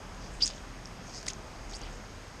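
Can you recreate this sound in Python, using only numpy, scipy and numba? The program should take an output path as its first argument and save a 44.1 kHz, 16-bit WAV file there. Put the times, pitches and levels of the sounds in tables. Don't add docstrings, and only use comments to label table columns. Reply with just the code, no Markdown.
import sys
import numpy as np
from scipy import signal
from scipy.io import wavfile
from scipy.ndimage import uniform_filter1d
from numba import njit

SR = 44100
rng = np.random.default_rng(int(sys.argv[2]) if len(sys.argv) > 2 else 0)


def digitize_waveform(pressure):
    field = np.atleast_2d(pressure).T
    bounded = np.clip(field, -1, 1)
    quanta = np.round(bounded * 32767).astype(np.int16)
    wavfile.write(sys.argv[1], SR, quanta)


def undo_db(level):
    steps = np.asarray(level, float) / 20
    return 10 ** steps


N = 105840


@njit
def svf(x, hz, width):
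    y = np.empty(len(x))
    band_state, low_state = 0., 0.
    for i in range(len(x)):
        g = np.tan(np.pi * hz[i] / SR)
        damping = width[i] / hz[i]
        v = (band_state + g * (x[i] - low_state)) / (1 + g * (g + damping))
        band_state = 2 * v - band_state
        low_state = low_state + 2 * g * v
        y[i] = damping * v
    return y


def band(x, hz, width):
    one = np.ones(len(x))
    return svf(x + 1e-18, np.clip(hz * one, 10, .45 * SR), width * one)


def noise(hz, width):
    once = band(rng.standard_normal(N), hz, width)
    return band(once, hz, width) / np.sqrt(np.pi * width / 2 / SR)


def walk(rate):
    k = int(SR / rate)
    held = np.repeat(rng.standard_normal(N // k + 1), k)
    v = uniform_filter1d(uniform_filter1d(held, k), k)[:N]
    return v / v.std()


def rapids():
    # (frequency [Hz], density [dB per Hz])
    water_spectrum = [(60, -7), (125, -7), (160, -14.5), (200, -10), (400, -15), (1050, -17), (1500, -19.5),
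                      (9000, -35.5)]
    level_db, swell_db, flicker_db = -46.5, .4, .92
    out, swell = 0, walk(1.71)
    spectrum_hz, spectrum_db = np.array(water_spectrum).T
    for hz in 25 * 2 ** (np.arange(28) / 3):
        db = np.interp(np.log(hz), np.log(spectrum_hz), spectrum_db)
        db = db + swell_db * swell + flicker_db * walk(9.34)
        out = out + undo_db(db) * np.sqrt(hz) * noise(hz, hz / 3)
    return undo_db(level_db) * out / out.std()


def bubbles():
    per_s, level_db, centre_hz = 60, -51.5, 912
    out, u = np.zeros(N), np.arange(1024) / SR
    draws = rng.random((300, 3))
    for when, size, loud in draws[:int(per_s * N / SR)]:
        hz = centre_hz * 2 ** (2.4 * size - 1)
        i = int(when * (N - 1024))
        ring = np.exp(-u * hz / 4) * np.sin(2 * np.pi * hz * u * (1 + u * hz / 60))
        out[i:i + 1024] += undo_db(level_db + 6.5 * loud) * ring
    return out


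def air_rumble(t):
    # (time [s], level [dB])
    rumble_levels = [(0, -54), (.33, -46.5), (.93, -53.5), (1.15, -53.5), (1.4, -53), (1.82, -45),
                     (2.1, -54.5), (2.4, -55.5)]
    s, db = np.array(rumble_levels).T
    low = noise(40, 14)
    power = uniform_filter1d(low ** 2, int(.06 * SR))
    low = low / (power + 0.102) ** 0.38
    return undo_db(np.interp(t, s, db) + 3) * low


def far_drone(t):
    # (frequency [Hz], width [Hz], level [dB])
    drone_hums = [(125.3, 24, -57), (185.9, 22, -57), (252.1, 18, -61)]
    fade_db_per_s = -4
    out = 0
    for hz, width, db in drone_hums:
        out = out + undo_db(db + fade_db_per_s * t + 0.72 * walk(4.2)) * noise(hz, width)
    return out


def ticks():
    # (time [s], peak [dB], centre [Hz], rattle [dB], width [share of centre])
    guide_ticks = [(.146, -38, 4000, -18, .7), (.213, -39, 4600, -20, .7), (.441, -25, 7400, -18, .5),
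                   (.4587, -17, 7600, -15, .6), (0.4662, -15, 6000, -22, 0.54),
                   (0.4763, -16, 6200, -20, .9), (0.4771, -23.5, 4500, -11.5, .8),
                   (.481, -31, 5500, -12, .6), (.483, -31, 6500, -14, .5), (.49, -32, 4500, -14, 1.3),
                   (0.492, -36, 4200, -14, .5), (.501, -32, 4500, -14, 1.3), (.5035, -33, 3220, -16, 0.71),
                   (.509, -33.5, 4800, -13, .4), (.535, -38, 4000, -10, .8), (.58, -35, 3300, -10, 0.61),
                   (1.097, -36, 4200, -18, .7), (1.2122, -37, 5300, -16, .6),
                   (1.2286, -32.5, 5470, -16, .8), (1.2615, -34, 5100, -24, 0.34),
                   (1.264, -31, 6000, -24, 1.4), (1.2662, -24, 10000, -16, 1.6),
                   (1.2785, -32, 5000, -12, 0.43), (1.2816, -16, 6200, -20, 1.5),
                   (1.2846, -13, 6000, -22, 1.5), (1.6965, -37, 6200, -20, .7),
                   (1.7035, -37, 6600, -19, .8), (1.712, -37, 6300, -16, .5), (1.723, -37, 5300, -12, .4),
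                   (1.7665, -33, 6500, -18, .6), (1.791, -36, 7800, -20, .7), (1.8153, -33, 5800, -16, .7),
                   (.639, -37, 1400, -20, .7), (1.593, -37, 1390, -17, .7), (.852, -42, 5600, -20, .3),
                   (.8566, -31, 5250, -25, .3), (.872, -42, 5000, -18, .5), (1.3335, -34, 6400, -20, .4)]
    t60_s, level_db = .016, -3.5
    out, u = np.zeros(N + 1024), np.arange(1024) / SR
    decay = np.exp(-np.log(1000) * u / t60_s)
    for s, db, hz, rattle_db, share in guide_ticks:
        pulse = u == 0
        hit = undo_db(rattle_db) * rng.standard_normal(1024) * decay + pulse
        hit = band(band(hit, hz, share * hz), hz, share * hz)
        i = int(s * SR)
        out[i:i + 1024] += undo_db(db + level_db) * hit / np.abs(hit).max()
    return out[:N]


def line(t):
    # (peak time [s], rise [s], fall [s], level [dB], centre [Hz])
    line_hisses = [(0.25, .05, 0.054, -57, 4900), (.34, .025, 0.053, -58, 8000),
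                   (0.469, 0.032, 0.029, -47, 6300), (.455, 0.0044, .006, -41, 5700),
                   (.453, .004, 0.0034, -47, 8000), (.409, 0.0045, 0.0072, -46, 4200),
                   (.42, .01, 0.011, -45.5, 3400), (.47, .004, .006, -43, 4400),
                   (0.456, 0.047, .09, -50, 3370), (0.433, .03, 0.067, -54, 2000),
                   (.55, .04, .05, -58.5, 6000), (1.103, 0.063, 0.033, -57, 5800),
                   (1.154, 0.027, 0.054, -49, 5200), (1.18, 0.024, .025, -56, 6400),
                   (1.276, .004, .003, -51, 7700), (1.76, .004, .004, -48, 6000),
                   (1.737, .004, 0.0027, -52, 6800), (1.2672, 0.0013, .002, -38, 4000),
                   (1.2665, .001, .002, -30, 12500), (1.3338, .001, .0014, -45, 6000),
                   (1.27, .004, .02, -57, 700), (1.284, 0.0025, 0.003, -34, 5600),
                   (1.283, 0.0045, 0.0048, -42.5, 2100), (1.3, .02, 0.019, -49, 3400),
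                   (1.293, .0025, 0.0015, -44, 6700), (1.303, .008, 0.0077, -42, 5500),
                   (1.72, 0.03, 0.04, -57.5, 5200), (1.762, 0.017, .025, -55, 7500),
                   (1.83, 0.025, 0.07, -53, 3000), (1.94, 0.035, .03, -61, 6700),
                   (1.268, .003, .004, -45, 1400), (1.287, 0.022, 0.024, -44, 11500),
                   (1.752, 0.0086, .01, -50, 10500)]
    width_share, grain_db = 0.57, 2.5
    out = 0
    for s, rise, fall, db, hz in line_hisses:
        shape = np.exp(-((t - s) / np.where(t < s, rise, fall)) ** 2)
        out = out + undo_db(db + grain_db * walk(700)) * shape * noise(hz, width_share * hz)
    return out


def rod(t):
    # (time [s], shedding pitch [Hz], level [dB])
    rod_strokes = [
        [(.4, 3400, -57), (.413, 3604, -37.5), (.42, 4300, -36.5), (.4218, 4750, -27), (.434, 4800, -25.5),
         (.444, 4850, -31), (.449, 5200, -33), (.453, 5500, -42), (.458, 5600, -62)],
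        [(1.731, 3800, -60), (1.737, 3640, -42), (1.741, 4200, -50), (1.7445, 4630, -37), (1.7478, 4700, -58),
         (1.7505, 4900, -36), (1.7525, 4900, -52), (1.7545, 4900, -44), (1.759, 5200, -64)],
        [(1.815, 3500, -68), (1.826, 3980, -53), (1.831, 4480, -60), (1.835, 4850, -49), (1.841, 5000, -66)],
    ]
    lock_hz = 4300
    wobble_share, wobble_per_s, flutter_db = .022, 900, 1.5
    twin_pitch, twin_db = 1.045, -8.5
    wake_pitch, wake_share = .97, 0.52
    wake_db, ragged_db, octave_db = -14.5, 14, -28.5
    out = 0
    for stroke in rod_strokes:
        s, hz, db = np.array(stroke).T
        pitch = np.interp(t, s, hz)
        gain = undo_db(np.interp(t, s, db, left=-150, right=-150))
        ragged = 1 / (1 + (pitch / lock_hz) ** 16)
        wander = wobble_share * (1 + 4 * ragged) * walk(wobble_per_s)
        phase = 2 * np.pi * np.cumsum(pitch * (1 + wander)) / SR
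        tone = np.sin(phase) + undo_db(twin_db) * np.sin(twin_pitch * phase)
        tone = np.sqrt(2) * undo_db(flutter_db * walk(500) - 4.7 * ragged) * tone
        wake = undo_db(wake_db + ragged_db * ragged) * noise(wake_pitch * pitch, wake_share * pitch)
        octave = undo_db(octave_db) * noise(2 * pitch, wake_share * pitch / 2)
        out = out + gain * (tone + wake + octave)
    return out


def scene():
    t = np.arange(N) / SR
    water = rapids() + bubbles()
    air = air_rumble(t) + far_drone(t)
    return (water + air + ticks() + line(t) + rod(t))[None]


def case(x):
    # (frequency [Hz], width [Hz], lift [dB])
    cavity_modes = [(4380, 1470, -3.5), (4850, 400, 4), (5500, 1070, 4.5), (6500, 284, 7.5)]
    out = x + sum((undo_db(db) - 1) * band(x, hz, width) for hz, width, db in cavity_modes)
    return signal.sosfilt(signal.butter(8, 9250, fs=SR, output="sos"), out)


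def self_noise():
    return undo_db(-74) * noise(12100, 12100 / 2)


def top_cut(x):
    return signal.sosfilt(signal.butter(12, 14370, fs=SR, output="sos"), x)


def record(dry):
    x = case(dry[0]) + self_noise()
    x = signal.sosfilt(signal.butter(16, 13350, fs=SR, output="sos"), x)
    return top_cut(x[None])


dry = scene()
out = record(dry)
digitize_waveform(out)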